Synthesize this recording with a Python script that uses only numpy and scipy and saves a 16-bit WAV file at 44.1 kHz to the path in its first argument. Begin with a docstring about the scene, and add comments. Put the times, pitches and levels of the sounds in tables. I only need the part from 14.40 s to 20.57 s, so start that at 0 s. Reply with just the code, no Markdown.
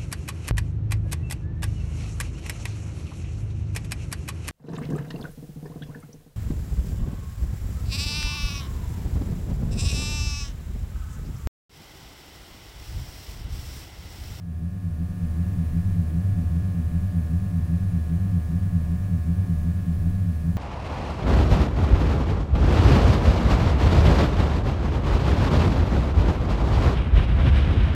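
"""A garage, the microphone close to wall-mounted home batteries that are cooling themselves.
The fan speed hunts up and down about 2.5 times a second, sweeping its blade tones across the resonances
of cabinet and room: a low throb. Under it lie rushing air, mains buzz and the thin whine of the inverter.
Everything comes up over the first second as the microphone moves in, passing the side vent."""
import sys
import numpy as np
from scipy import signal
from scipy.fft import rfft, irfft, next_fast_len
from scipy.io import wavfile

SR = 44100
rng = np.random.default_rng(int(sys.argv[2]) if len(sys.argv) > 2 else 0)


def to_wav(s):
    """Save 16-bit WAV."""
    ch = np.atleast_2d(s).T  # columns
    pcm = np.round(np.clip(ch, -1, 1) * 32767)  # PCM
    wavfile.write(sys.argv[1], SR, pcm.astype(np.int16))


N = 272097
TIME = np.arange(N) / SR


def gain_of(db):
    return 10 ** (np.asarray(db) / 20)


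def noise(spectrum):
    """Random noise shaped by rows of frequency_hz, density_db."""
    size = 2 * next_fast_len(N // 2 + 1)
    hz = np.fft.rfftfreq(size, 1 / SR)
    points_hz, density_db = np.transpose(spectrum)
    shape = gain_of(np.interp(np.log(hz + 1), np.log(points_hz + 1), density_db))
    white = rng.standard_normal(size) * np.sqrt(SR / 2)
    return irfft(rfft(white) * shape)[:N]


def drift(rate_hz):
    """A slow random wander of about unit size."""
    steps = rng.standard_normal(1024)
    return 1.13 * np.interp(TIME * rate_hz, np.arange(len(steps)), steps)


def swell(peak_s, half_width_s):
    """A smooth rise to 1 and fall around a moment."""
    return np.exp(-((TIME - peak_s) / half_width_s) ** 2)


def tone(pitch_hz, rms_db, phase, waver_db, waver_hz):
    """A steady pitch whose level wavers."""
    amplitude = np.sqrt(2) * gain_of(rms_db + waver_db * drift(waver_hz))
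    return amplitude * np.cos(2 * np.pi * pitch_hz * TIME + phase)


# How fast the fan's speed controller hunts: time_s, swings_per_s
HUNTING = [(0.0, 2.563), (0.98, 2.757), (1.38, 2.479), (2.56, 2.608), (4.02, 2.422), (4.16, 2.618),
           (5.28, 2.671), (6.17, 2.275)]


def blade_pitch(target_hz=85.96, slew_hz_per_s=160, start_swing=0.1553):
    """The controller overshoots each way; the slower a swing, the further the blade-pass pitch strays."""
    swings_per_s = np.interp(TIME, *np.transpose(HUNTING))
    swings = start_swing + np.cumsum(swings_per_s) / SR  # counted from top speed
    reach_hz = slew_hz_per_s / (2 * np.pi * swings_per_s)
    return target_hz + reach_hz * np.cos(2 * np.pi * swings)


def fan(inflow_depth=0.051, inflow_hz=20):
    """Each passing blade gives a pressure pulse; the top harmonics swell as the motor pulls the speed up."""
    pitch_hz = blade_pitch()
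    passes = np.cumsum(pitch_hz) / SR
    torque = np.maximum(np.gradient(pitch_hz), 0)
    strain = gain_of(-1.0) * torque / torque.max()
    blades = np.zeros(N)
    for harmonic, strength in enumerate([1, gain_of(-0.11), 1, strain, strain], start=1):
        uneven_inflow = 1 + inflow_depth * drift(inflow_hz)
        blades += strength * uneven_inflow * np.sin(2 * np.pi * harmonic * passes)
    return blades


# Resonances of cabinet and garage, at the microphone: pitch_hz, width_hz, gain_db, polarity
RESONANCES = [(80.7, 4.1, -17.1, 1), (85.6, 9.8, -29.6, -1), (95.4, 2.5, -17.7, 1), (101, 4.7, -13, -1),
              (163.9, 2.9, -20.5, -1), (168, 25, -37, 1), (169.3, 5, -18.8, -1), (178.3, 10.4, -24.8, 1),
              (186.7, 17, -30.5, -1), (203, 6, -21.5, 1), (231.5, 6.1, -43, 1), (245, 8.7, -34.3, -1),
              (258.3, 9.2, -41.5, 1), (273.7, 9.9, -43.5, 1), (334, 22, -45.5, 1), (425, 40, -56, -1)]


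def cabinet_and_room(blades):
    """Each resonance swells as a tone sweeps through it, rings on, and beats against the departing tone."""
    size = next_fast_len(N + SR, real=True)
    hz = np.fft.rfftfreq(size, 1 / SR) + 1e-6
    response = 0
    for pitch_hz, width_hz, gain_db, polarity in RESONANCES:
        detuning = (hz ** 2 - pitch_hz ** 2) / (hz * width_hz)
        response += polarity * gain_of(gain_db) / (1 + 1j * detuning)
    return irfft(rfft(blades, size) * response, size)[:N]


# Deep buffeting of the moving air, base spectrum: frequency_hz, density_db
BUFFET_SPECTRUM = [(5, -70), (12, -74), (21, -58.5), (30, -51), (38, -64.5), (48, -66), (80, -90),
                   (200, -120)]
# Gusts in the buffeting: peak_s, boost_db
BUFFET_GUSTS = [(.88, 3), (1.5, 10), (2.05, 4), (5.2, 11), (5.63, 8)]
# Turbulence in the duct, base spectrum: frequency_hz, density_db
DUCT_SPECTRUM = [(30, -66), (48, -58.5), (70, -57.5), (98, -45), (122, -59), (140, -55), (185, -55),
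                 (215, -73.5), (290, -71.5), (340, -74.5), (410, -79.5), (650, -83.5), (950, -92.5),
                 (2000, -125)]
# Air through the grille, base spectrum: frequency_hz, density_db
GRILLE_SPECTRUM = [(300, -105), (900, -92), (1300, -92), (1750, -90), (2150, -93.5), (2550, -94),
                   (3100, -97), (5500, -100), (9000, -100.5), (9800, -97), (10900, -102), (15500, -102.5)]


def airflow(buffet_db=1.5, lumps_db=1.0, lumps_hz=7, vent_rumble_db=0.5, vent_hiss_db=0.8):
    """Air buffets in gusts, rumbles unevenly in the duct and hisses smoothly through the grille."""
    gusts_db = sum(boost_db * swell(peak_s, half_width_s=0.095) for peak_s, boost_db in BUFFET_GUSTS)
    at_vent = swell(peak_s=1.2, half_width_s=0.64)  # the microphone passes the side vent
    buffet = noise(BUFFET_SPECTRUM) * gain_of(buffet_db + gusts_db)
    rumble = noise(DUCT_SPECTRUM) * gain_of(lumps_db * drift(lumps_hz) + vent_rumble_db * at_vent)
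    hiss = noise(GRILLE_SPECTRUM) * gain_of(vent_hiss_db * at_vent)
    return buffet + rumble + hiss


# Buzz of the inverter's coils, from close up: mains_harmonic, level_db
COIL_HARMONICS = [(2, -47), (4, -51), (6, -66), (8, -64), (9, -67), (10, -59.8), (11, -74), (12, -58.7),
                  (14, -73), (16, -70.8), (18, -63), (20, -64.5), (22, -73), (24, -69), (26, -78),
                  (28, -61.1), (30, -65.8), (36, -83), (38, -73.7), (40, -73.8), (41, -83.5), (42, -79),
                  (43, -84), (44, -79.5), (50, -83.5)]


def coil_buzz(mains_hz=60, smear_rad=0.7):
    """The inverter's coils tick at each half cycle of the mains."""
    # the casing smears each tick: neighbouring harmonics stay in step, distant ones do not
    phases = np.cumsum(smear_rad * rng.standard_normal(len(COIL_HARMONICS)))
    return sum(tone(harmonic * mains_hz, level_db, phase, waver_db=0.55, waver_hz=4.04)
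               for (harmonic, level_db), phase in zip(COIL_HARMONICS, phases))


# Switching tones of the inverter, from close up: pitch_hz, level_db
SWITCHING_TONES = [(4240, -85), (7680, -86), (9419, -85.5), (9720, -84.5), (9781, -85), (12867, -86.5),
                   (14835, -80.5), (14955, -79), (15075, -85), (15195, -80.5)]


def switching_whine():
    """The inverter's switching gives faint, high, wavering tones."""
    return sum(tone(pitch_hz, level_db, phase=2 * np.pi * rng.random(), waver_db=4.0, waver_hz=3)
               for pitch_hz, level_db in SWITCHING_TONES)


# Rise of the whole scene as the microphone comes close: time_s, gain_db
APPROACH = [(0, -9.5), (.2, -6), (.5, -4.5), (.8, -2), (1.1, -0.7), (3.5, -0.07), (6.17, 0)]


def scene():
    """One microphone moves in: all sources come up together over the first second, then hold."""
    closeness = gain_of(np.interp(TIME, *np.transpose(APPROACH)))
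    throb = cabinet_and_room(fan())
    batteries = throb + airflow() + coil_buzz() + switching_whine()
    return (closeness * batteries)[None]


def record(dry, edge_hz=15800):
    """The recorder's band limit cuts off the highest treble."""
    lowpass = signal.firwin(1023, edge_hz, window=("kaiser", 9), fs=SR)
    return signal.oaconvolve(dry, lowpass[None], "same")


dry = scene()
out = record(dry)
to_wav(out)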